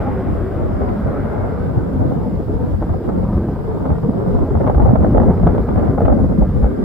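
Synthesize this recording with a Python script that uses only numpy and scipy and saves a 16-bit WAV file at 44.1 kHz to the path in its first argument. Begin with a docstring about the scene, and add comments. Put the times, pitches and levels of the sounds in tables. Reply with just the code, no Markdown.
"""A distant fighter jet, made from shaped noise and pressure pulses, turns its exhaust towards the listener.
Large eddies rumble, smaller ones roar and rasp, and the finest fizz at first; the biggest pass as low thuds.
As the exhaust comes round, a crackle of small shocks grows; strong shocks come in volleys, dull to snappy.
The air takes off treble, the ground cancels a band, and random echoes scatter the shocks to both sides.
A faint, steady hiss lies underneath."""
import sys
import numpy as np
from scipy import signal
from scipy.fft import rfft, irfft, next_fast_len
from scipy.io import wavfile
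from scipy.ndimage import uniform_filter1d, minimum_filter1d, map_coordinates

SR = 44100
rng = np.random.default_rng(int(sys.argv[2]) if len(sys.argv) > 2 else 0)


def unload_audio(sound):
    """Save the sound as a 16-bit wav file, at the path given as the first command line argument."""
    columns = np.transpose(np.atleast_2d(sound))
    # keep every value between -1 and 1, then stretch to whole-number steps
    steps = np.round(np.clip(columns, -1, 1) * 32767)
    wavfile.write(sys.argv[1], SR, steps.astype(np.int16))


N = 301990

# How squarely the exhaust faces the listener: [t/s, facing 0-1]
FACING = [(0, 0.06), (1.3, 0.13), (2.1, 0.35), (4.3, 0.93), (4.7, 0.8), (6.85, 0.4)]
# Base levels of the rumble, the roar, and the treble that gets through the air: [t/s, level/dB]
BASS_LEVEL = [(0.0, -25), (1.62, -27), (1.85, -22.5), (2.25, -28.5), (2.85, -26.5), (3.32, -25.5),
              (3.81, -32), (4.5, -24.5), (4.92, -19), (5.15, -19), (6.85, -22.5)]
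ROAR_LEVEL = [(0.0, -23), (0.55, -25), (0.77, -24), (0.95, -23), (1.53, -24.5), (2.1, -20), (2.45, -23),
              (2.7, -24.5), (3.0, -23), (3.35, -19.5), (3.58, -25), (4.0, -19.5), (4.6, -21), (4.75, -20),
              (5.07, -16.5), (5.28, -18.5), (5.55, -19), (5.8, -19.5), (6.281, -18), (6.58, -22.5),
              (6.85, -20)]
TREBLE_LEVEL = [(0.0, -36.5), (0.5, -42.5), (1.22, -36.5), (1.6, -38.5), (1.75, -42), (2.13, -45.5),
                (2.38, -45.5), (3.34, -43), (4.1, -43), (4.5, -42), (4.85, -38.5), (5.02, -40.5),
                (5.23, -39.5), (5.36, -40.5), (5.6, -39), (5.85, -38), (5.95, -39.5), (6.1, -43),
                (6.35, -43.5), (6.85, -41.5)]
# Tone of the large eddies' rumble: [f/Hz, relative level/dB per Hz]
RUMBLE_SPECTRUM = [(12, -29), (25, -14), (42, -4.5), (70, -1.5), (100, -3), (135, -12), (175, -17),
                   (600, -83.5)]
# Tone of the roar side-on, exhaust turned round, and drawing away: [f/Hz, relative level/dB per Hz]
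ROAR_SIDE_SPECTRUM = [(60, -28), (125, -6.5), (165, -7), (210, -1.5), (260, -2.5), (310, -3.5), (390, -0.5),
                      (445, -9), (540, -6.5), (680, -13.5), (1000, -22), (1500, -29), (3000, -86)]
ROAR_FACING_SPECTRUM = [(60, -20), (115, 1), (145, 1), (190, 0), (240, -1), (340, -0.5), (420, -5),
                        (520, -9), (620, -12.5), (830, -22), (1000, -25.5), (1500, -42.5), (3000, -71.5)]
ROAR_AWAY_SPECTRUM = [(60, -29.5), (110, -14), (160, 2.5), (250, 2.5), (350, -3.5), (500, -6.5), (610, -14),
                      (740, -19.5), (850, -28.5), (1500, -39), (3000, -71)]
# Tone of the rasp and of the finest eddies' fizz: [f/Hz, relative level/dB per Hz]
RASP_SPECTRUM = [(400, -16.5), (640, -0.5), (860, -5), (1050, -3.5), (1300, -2), (1470, -4), (1560, -5.5),
                 (1750, -12), (2100, -14), (2600, -30), (3500, -38), (6000, -57.5)]
FIZZ_SPECTRUM = [(1200, -10), (1900, 6), (2800, -7), (3700, -14.5), (5000, -41)]
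# Tone of the steady hiss: [f/Hz, relative level/dB per Hz]
HISS_SPECTRUM = [(300, -2.5), (2500, 12.5), (3600, 11.5), (4300, 7), (4900, 10.5), (5500, 6.5), (6000, -3),
                 (7300, 4.5), (9000, 1), (13500, 2.5), (15700, 2)]
# Tone of a shock's crack, its dull body and its snap: [f/Hz, relative level/dB per Hz]
CRACK_SPECTRUM = [(30, -27.5), (110, -3), (190, 6), (450, -1.5), (660, 3.5), (830, 3.5), (990, -1),
                  (1330, -6.5), (1520, -16), (2100, -29), (2700, -37.5), (3600, -45), (8000, -83)]
BODY_SPECTRUM = [(30, -19), (120, -8), (240, 4.5), (340, -2.5), (530, 2.5), (700, -0.5), (860, -2.5),
                 (1020, -15.5), (1400, -36), (3000, -73.5)]
SNAP_SPECTRUM = [(300, -30), (1500, -3.5), (2200, 10), (2700, 1.5), (3400, -4), (4200, -15), (6500, -28.5),
                 (10000, -49)]
# The band that the ground reflection cancels: [t/s, f/Hz, depth/dB]
GROUND_NOTCH = [(0, 287, -5.5), (1.2, 326, -4.5), (1.6, 340, -10), (2.4, 355, -6.5), (3.5, 319, -3.5),
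                (5.3, 330, -3.5), (6.85, 352, -1.5)]
# How long the reflections take to die by 60 dB: [f/Hz, decay/s]
ECHO_DECAY = [(100, 0.16), (700, 0.12), (4000, 0.038)]
# Brief closings of the stereo image: [middle t/s, half-length/s, side level/dB]
NARROWINGS_LIST = [(0.04, 0.066, -3), (0.205, 0.041, -8.5), (0.475, 0.11, -4.5), (0.995, 0.023, -13),
                   (1.2, 0.17, -2), (1.547, 0.082, -1.5), (1.931, 0.035, -4.5), (2.374, 0.13, -1.5),
                   (2.839, 0.027, -17), (3.02, 0.027, -10), (3.379, 0.12, -18.5), (3.515, 0.065, -7),
                   (4.057, 0.096, -3.5), (4.476, 0.031, -15), (5.116, 0.03, -13.5), (5.33, 0.048, -9.5),
                   (5.486, 0.079, -3.5), (5.653, 0.032, -12), (5.934, 0.022, -11.5), (6.009, 0.016, -14),
                   (6.49, 0.059, -10.5)]
# The largest eddies: [t/s, level/dB, f/Hz, lead of the left side/radians]
BIG_EDDIES = [(0.65, -13, 72.6, -2), (0.83, -15.5, 69.4, 1.5), (1.401, -14, 91, -1), (1.78, -7.5, 116, 1.4),
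              (2.027, -11, 76, 2), (2.559, -13, 62, 1.5), (2.645, -9, 225, -3), (2.838, -19, 47, -0.5),
              (2.912, -10, 85, -1.3), (3.367, -3, 78, 2), (3.923, -8.5, 73, 1.3), (4.092, -5.5, 230, -1),
              (4.366, -9, 84, 2.5), (4.424, -8.5, 67, -2.5), (4.569, -9, 84, 0.6), (4.779, -5, 64, 0),
              (4.835, -6, 216, 2), (4.936, 1.5, 217, -1.8), (5, -19, 60.4, 5), (5.158, -9, 59, -4),
              (5.189, -10.5, 49.4, -0.3), (5.286, -2.5, 166, 2.5), (5.289, -2.5, 76, -2),
              (5.305, -6.5, 174, 1), (5.435, -7, 182, 0), (5.44, -6.5, 57, 2), (5.477, -5.5, 163, 1),
              (5.774, -9, 95, -4.5), (5.895, -8.5, 140, 1), (6.054, -10, 71, -2.4), (6.112, -2, 59.2, 2),
              (6.251, -10, 70, 0.2), (6.39, -3.5, 181, 1), (6.427, -4, 50, -1.8), (6.565, -10.5, 71, 1.7),
              (6.647, -5, 55.6, 0.3)]
# Volleys of shocks: [t/s, level of the crack/dB, steepness 0 dull to 1 sharp, spread/s]
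SHOCK_VOLLEYS = [(0.818, -23.5, 0.48, .009), (1.075, -31.5, 0.13, 0.019), (1.319, -30, 0.55, .008),
                 (2.022, -32, 0.11, 0.013), (2.121, -30.5, 0.2, 0.008), (2.826, -24, 0.51, 0.0054),
                 (2.895, -27.5, 0.62, .008), (2.939, -27.5, 0.48, 0.006), (3.092, -25, .6, 0.0088),
                 (3.232, -38, 0.32, 0.0082), (3.715, -30, 0.53, .006), (3.859, -23.5, 0.74, .012),
                 (3.905, -24.5, 0.76, .018), (4.212, -29.5, .72, .005), (4.349, -28.5, .4, 0.003),
                 (4.369, -31, .62, .004), (4.423, -35, 0.37, 0.004), (4.554, -22, 0.44, 0.0067),
                 (4.611, -21, 0.42, 0.007), (4.645, -25, 0.44, .005), (4.676, -17, 0.87, .008),
                 (4.699, -15, 0.61, .005), (4.714, -27.5, 0.66, 0.0046), (4.749, -23, 0.67, 0.0034),
                 (4.783, -19.5, 0.46, 0.004), (4.802, -18, .4, 0.0057), (4.825, -21, 0.57, 0.0074),
                 (4.859, -19.5, 0.27, .007), (4.887, -21, 0.38, 0.0073), (4.91, -25, 0.31, 0.0027),
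                 (4.933, -28.5, 0.064, 0.0073), (4.958, -13, .72, 0.003), (5.03, -24.5, 0.9, 0.002),
                 (5.036, -23.5, 0.32, .003), (5.048, -17.5, 0.72, 0.0013), (5.066, -22, 0.55, .004),
                 (5.149, -16, 0.19, 0.004), (5.175, -17.5, 0.82, 0.0032), (5.182, -15, 0.5, 0.0016),
                 (5.202, -16, 0.45, 0.0012), (5.219, -21.5, 0.5, 0.0037), (5.236, -25, 0.35, .01),
                 (5.287, -23, 0.11, 0.0059), (5.307, -22.5, 0.36, .004), (5.336, -28.5, .4, .002),
                 (5.377, -24.5, .9, .005), (5.399, -24.5, 0.61, 0.002), (5.435, -28.5, 0.34, .005),
                 (5.473, -12.5, 0.74, .004), (5.491, -26, .85, 0.002), (5.549, -26.5, .5, .004),
                 (5.583, -19.5, 0.83, .003), (5.691, -21.5, .9, .005), (5.761, -22, 0.81, .003),
                 (5.779, -20, 0.66, 0.0063), (5.833, -27.5, 0.44, 0.0056), (5.856, -27, 1, 0.0025),
                 (5.878, -23.5, 0.79, 0.0074), (5.797, -24, .9, .002), (5.984, -18.5, 0.5, 0.0059),
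                 (6.008, -19.5, 0.44, 0.003), (6.02, -19, .55, 0.0024), (6.056, -20, 0.95, 0.008),
                 (6.083, -11.5, 0.59, .003), (6.101, -12.5, 0.51, .007), (6.126, -18.5, 0.37, .006),
                 (6.194, -29, 0.24, 0.012), (6.245, -27, .5, .004), (6.322, -27.5, 0.4, 0.0068),
                 (6.423, -26, 0.19, 0.007), (6.644, -22.5, 0.71, 0.015)]
# Thin single snaps: [t/s, level/dB]
LONE_SNAPS = [(0.89, -36)]
# Lulls in the turbulence: [middle t/s, half-length/s, level/dB]
LULL_TIMES = [(1.873, 0.033, -2.5), (2.445, .03, -4.5), (2.778, .02, -4.5), (2.995, 0.044, -1.5),
              (4.004, 0.017, -5), (4.136, 0.022, -2), (4.498, 0.015, -2), (4.623, 0.012, -1.5),
              (4.728, 0.015, -6), (4.975, 0.014, -8), (5.108, 0.0087, -1), (5.368, 0.037, -5),
              (5.409, 0.014, -2.5), (5.524, 0.017, -0.5), (5.653, .035, -5), (5.949, 0.043, -1),
              (6.517, .05, -1), (6.745, 0.045, -3)]

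RUMBLE_DB, ROAR_DB, RASP_DB = 3, 2.5, 2  # added to the bass, roar and treble base levels
RUMBLE_FACING_DB, ROAR_FACING_DB, RASP_FACING_DB = 1.5, -0.5, -2.5  # change as the exhaust comes round
SURGE_DB, SURGE_PER_S = 3.0, 20  # size and random points a second of the rumble's heaving
RUMBLE_ALIKE, ROAR_ALIKE, RASP_ALIKE = 0.25, 0.21, 0.04  # left-right correlation; the rasp's rises side-on
LULL_RUMBLE, LULL_RASP = 0.6, 0.3  # share of a lull that each follows
FIZZ_DB, FIZZ_FADE_DB_PER_S = -49.5, 10.5  # starting level and steady fall
CRACKLE_DB, CRACKLE_FACING_DB = -2.5, 13  # over the treble base level, and change as the exhaust comes round
BODY_DB, BODY_STEEP_DB = 12.5, -18  # dull body over the crack, and change from dullest to steepest
SNAP_DB, SNAP_STEEP_DB = -44.5, 22.5  # snap over the crack, and change from dullest to steepest
DRY_STEEP_DB = 6  # how much less reflected sound trails the steepest shocks
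TOP_HZ = 15750  # nothing is kept from here up


def amp(db):
    """Turns decibels into gain."""
    return 10 ** (np.asarray(db) / 20)


def unit(x):
    """Scales a sound to rms 1."""
    return x / np.sqrt(np.mean(x ** 2) + 1e-20)


def along(points, hz):
    """Reads (Hz, value) points on a log frequency axis."""
    f, v = np.transpose(points)
    return np.interp(np.log(hz + 1), np.log(f + 1), v)


def curves(rows):
    """Draws one value per sample for each column after the time."""
    s, *cols = np.transpose(rows)
    return [np.interp(np.arange(N) / SR, s, c) for c in cols]


def wobble(rate):
    """A smooth random curve through this many random points a second."""
    return map_coordinates(rng.standard_normal(4096), [np.arange(N) * rate / SR], mode="wrap")


def filtered(x, response):
    """Changes the strength of each frequency by a response curve."""
    m = next_fast_len(N + SR // 2)
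    spectrum = rfft(x, m) * response(np.fft.rfftfreq(m, 1 / SR))
    return irfft(spectrum, m)[..., :N]


def pulse(spectrum, size=4096):
    """The most sudden pulse with this spectrum (minimum phase), peak 1."""
    log_gain = np.log(amp(along(spectrum, np.fft.rfftfreq(size, 1 / SR))))
    cepstrum = irfft(log_gain)
    # Folding the second half onto the first puts the energy as early as possible
    cepstrum[1:size // 2] *= 2
    cepstrum[size // 2 + 1:] = 0
    shape = irfft(np.exp(rfft(cepstrum)))
    return shape / np.abs(shape).max()


def patches(x, depth_db, width_hz, life):
    """Paths through gusty air strengthen and weaken short-lived patches of the spectrum."""
    hz, t, z = signal.stft(x, SR, nperseg=2048, noverlap=1536)
    rows, cols = np.meshgrid(hz / width_hz, t / life, indexing="ij")
    field = map_coordinates(rng.standard_normal((512, 256)), [rows, cols], order=1, mode="wrap")
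    patchy = z * amp(depth_db * unit(field))
    return signal.istft(patchy, SR, nperseg=2048, noverlap=1536)[1][..., :N]


def rush(spectrum, patchy_db, width_hz=45, life=.09):
    """Two unrelated patchy noises with this spectrum, rms 1 together."""
    noise = np.array([patches(row, patchy_db, width_hz, life) for row in rng.standard_normal((2, N))])
    return unit(filtered(noise, lambda hz: amp(along(spectrum, hz))))


def steadied(x, seconds):
    """Evens out a sound's chance swells longer than this."""
    size = max(int(seconds * SR), 2)
    power = uniform_filter1d(uniform_filter1d(x ** 2, size), size // 2)
    return x / np.sqrt(np.abs(power) + 1e-12)


def stereo(pair, alike):
    """Uses two unrelated sounds as middle and side, giving this left-right correlation."""
    turn = np.arccos(np.clip(alike, -1, 1)) / 2
    mid, side = pair[0] * np.cos(turn), pair[1] * np.sin(turn)
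    return np.array([mid + side, mid - side])


def pan(db):
    """Left and right gains for a level difference; above 0 leans left."""
    return amp([[db / 2], [-db / 2]])


def add(track, s, sound):
    """Mixes a sound into the track at a time in seconds."""
    room = track[:, max(round(s * SR), 0):][:, :sound.shape[-1]]
    room += sound[..., :room.shape[1]]


def scatter(wet_db):
    """Ground and walls add a fresh random tail of reflections to the direct path on each side."""
    hz, t, z = signal.stft(rng.standard_normal((2, SR // 6)), SR, nperseg=256)
    decay = amp(-60 * t / along(ECHO_DECAY, hz)[:, None])
    tail = signal.istft(z * decay, SR, nperseg=256)[1]
    paths = amp(wet_db) * tail / np.linalg.norm(tail[0])
    paths[:, 0] += 1  # the direct sound
    return paths


def ground_notch(x, octaves):
    """The ground reflection weakens one band, whose pitch and depth shift as the jet moves."""
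    hz, t, z = signal.stft(x, SR, nperseg=2048)
    s, notch_hz, depth_db = np.transpose(GROUND_NOTCH)
    away = np.log2((hz[:, None] + 1) / np.interp(t, s, notch_hz)) / octaves
    dip_db = np.interp(t, s, depth_db) * np.exp(-away ** 2)
    return signal.istft(z * amp(dip_db), SR, nperseg=2048)[1][..., :N]


def mixing_noise(bass_db, level_db, treble_db, facing):
    """Eddies of three sizes rumble, roar and rasp; the roar and rasp flutter more as the exhaust faces us."""
    flutter = (0.81 + 1.0 * facing) * (wobble(80) + 0.67 * wobble(22))
    surge_db = SURGE_DB * wobble(SURGE_PER_S)
    rumble_db = bass_db + RUMBLE_DB + RUMBLE_FACING_DB * facing + surge_db
    rumble = amp(rumble_db) * steadied(rush(RUMBLE_SPECTRUM, patchy_db=1.5), seconds=0.05)

    # The roar's tone drops as the exhaust turns,
    # then thins in the lows and moves up a little as the jet draws away
    turned = np.clip(facing / 0.35, 0, 1)
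    side_on = np.sqrt(1 - turned) * rush(ROAR_SIDE_SPECTRUM, patchy_db=4.0)
    eddies = side_on + np.sqrt(turned) * rush(ROAR_FACING_SPECTRUM, patchy_db=3.5)
    leaving = np.interp(np.arange(N) / SR, [5.0, 6.4], [0, 1])
    eddies = np.sqrt(1 - leaving) * eddies + np.sqrt(leaving) * rush(ROAR_AWAY_SPECTRUM, patchy_db=3.5)
    eddies = ground_notch(eddies, octaves=0.26)
    roar_db = level_db + ROAR_DB + ROAR_FACING_DB * facing + 0.97 * flutter
    roar = amp(roar_db) * steadied(eddies, seconds=0.088)

    rasp_db = treble_db + RASP_DB + RASP_FACING_DB * facing + 0.35 * flutter
    rasp = amp(rasp_db) * rush(RASP_SPECTRUM, patchy_db=2.5, width_hz=70)
    direct = 0.17 * (1 - turned)  # side-on, few reflections reach us, so both sides are more alike

    mix = stereo(rumble, RUMBLE_ALIKE) * pan(0.96)
    mix += stereo(roar, ROAR_ALIKE) * pan(0.59)
    return mix + stereo(rasp, RASP_ALIKE + direct) * pan(-.4)


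def fizz():
    """The finest eddies make a thin, central noise that fades steadily as the jet turns away."""
    level_db = FIZZ_DB - FIZZ_FADE_DB_PER_S * np.arange(N) / SR
    return amp(level_db) * stereo(rush(FIZZ_SPECTRUM, patchy_db=-1.0, width_hz=120), alike=1.0)


def crackle(treble_db, facing, rate, spread_db, clump_db):
    """Pressure waves steepen into small shocks of very uneven size, stronger and weaker in clumps."""
    chance = rng.random(N)
    size = np.minimum(rng.standard_normal(N), 2)
    fronts = (chance < rate / SR) * amp(spread_db * size + clump_db * wobble(45))
    paths = signal.fftconvolve(scatter(wet_db=2.0), pulse(CRACK_SPECTRUM)[None], axes=1)
    heard = signal.fftconvolve((fronts - fronts.mean())[None], paths, axes=1)[:, :N]
    level_db = treble_db + CRACKLE_DB + CRACKLE_FACING_DB * facing
    return amp(level_db) * steadied(heard, seconds=0.05)


def hiss():
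    """A faint, nearly steady noise whose top treble leans left."""
    noise = amp(-57.0 + .35 * wobble(22)) * rush(HISS_SPECTRUM, patchy_db=2.0, width_hz=250, life=.05)
    lean = [(4000, -0.5), (9000, -1.5), (12000, 0.0), (15000, 7.5)]  # f/Hz, left over right/dB
    return filtered(noise, lambda hz: amp(np.outer([1, -1], along(lean, hz)) / 2))


def narrowed(x, centre_gain):
    """The stereo image closes in briefly: the side drops and the centre firms up a little."""
    t = np.arange(N) / SR
    width_db = sum(db * np.exp(-((t - s) / half) ** 4) for s, half, db in NARROWINGS_LIST)
    width = amp(width_db)
    mid = (x[0] + x[1]) / 2 * (1 + centre_gain * (1 - width))
    side = (x[0] - x[1]) / 2 * width
    return np.array([mid + side, mid - side])


def thuds(cycles):
    """A big eddy passes as a few slow swings of pressure, out of step between the sides."""
    out, t = np.zeros((2, N)), np.arange(-SR // 16, SR // 16) / SR
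    starts = rng.random(len(BIG_EDDIES))
    for (s, db, hz, lead), start in zip(BIG_EDDIES, starts):
        swell = np.exp(-(t * hz / cycles) ** 2)
        swing = np.sin(2 * np.pi * (hz * t + start) + lead / 2 * np.array([[1], [-1]]))
        add(out, s + t[0], amp(db) * swell * swing)
    return out


def volleys(trail_db, wet_db, reach, count=9):
    """A shock amid a train of others; steeper ones are drier, with less dull body and more snap."""
    out = np.zeros((2, N))
    shapes = [pulse(BODY_SPECTRUM), pulse(CRACK_SPECTRUM), pulse(SNAP_SPECTRUM)]
    middle = SR // 20  # the train allows 50 ms either side of the main shock
    for s, db, steep, spread in SHOCK_VOLLEYS:
        place = reach * (2 * (np.arange(count) + rng.random(count)) / count - 1)
        offsets = np.clip(spread * SR * place, -middle, middle).astype(int)
        sizes = unit(np.tanh(2 * stereo(rng.standard_normal((2, count)), alike=0.2)))
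        train = np.zeros((2, 2 * middle + 1))
        train[:, middle + offsets] = amp(trail_db) * np.exp(-place ** 2 / 2) * sizes
        train[:, middle] = pan(3 * rng.standard_normal())[:, 0]  # the main shock, a little off centre
        heard = signal.fftconvolve(train, scatter(wet_db - DRY_STEEP_DB * steep), axes=1)
        body_db = db + BODY_DB + BODY_STEEP_DB * steep
        snap_db = db + SNAP_DB + SNAP_STEEP_DB * steep
        for shape, level_db in zip(shapes, (body_db, db, snap_db)):
            shot = signal.fftconvolve(heard, shape[None], axes=1)
            # The level is that of the loudest 5 ms
            loudest = np.sqrt(uniform_filter1d(np.mean(shot ** 2, axis=0), size=SR // 200).max())
            add(out, s - middle / SR - .001, amp(level_db) * shot / loudest)
    return out


def ticks():
    """A lone shock that is all snap and no body, with a few reflections."""
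    out = np.zeros((2, N))
    for s, db in LONE_SNAPS:
        snap = signal.fftconvolve(scatter(wet_db=-4), pulse(SNAP_SPECTRUM)[None], axes=1)
        add(out, s, amp(db) * snap)
    return out


def lulls():
    """The turbulence slackens for a moment: dips in dB."""
    t = np.arange(N) / SR
    return sum(db * np.exp(-((t - s) / half) ** 4) for s, half, db in LULL_TIMES)


def scene():
    """The jet over a faint hiss."""
    level_tables = (BASS_LEVEL, ROAR_LEVEL, TREBLE_LEVEL, FACING)
    (bass_db,), (level_db,), (treble_db,), (facing,) = map(curves, level_tables)
    lull_db = lulls()
    rumble_db = bass_db + LULL_RUMBLE * lull_db
    rasp_db = treble_db + LULL_RASP * lull_db
    jet = mixing_noise(rumble_db, level_db + lull_db, rasp_db, facing)
    jet += fizz()
    jet += crackle(treble_db + lull_db, facing, rate=400, spread_db=11.0, clump_db=4.0)  # rate per second
    jet += thuds(cycles=1.23)
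    jet += volleys(trail_db=-1.5, wet_db=-2.5, reach=1.7)
    jet += ticks()
    return narrowed(jet, centre_gain=0.15) + hiss()


def record(dry):
    """A limiter holds peaks near full scale, the ends fade over 5 ms, and the top treble is cut off."""
    needed = 1 / np.maximum(np.abs(dry).max(axis=0), 1)
    held = minimum_filter1d(needed, size=801)
    gain = uniform_filter1d(uniform_filter1d(held, size=401), size=401)
    fade = signal.windows.tukey(N, 2 * .005 * SR / N)
    return filtered(dry * gain * fade, lambda hz: hz < TOP_HZ)


dry = scene()
out = record(dry)
unload_audio(out)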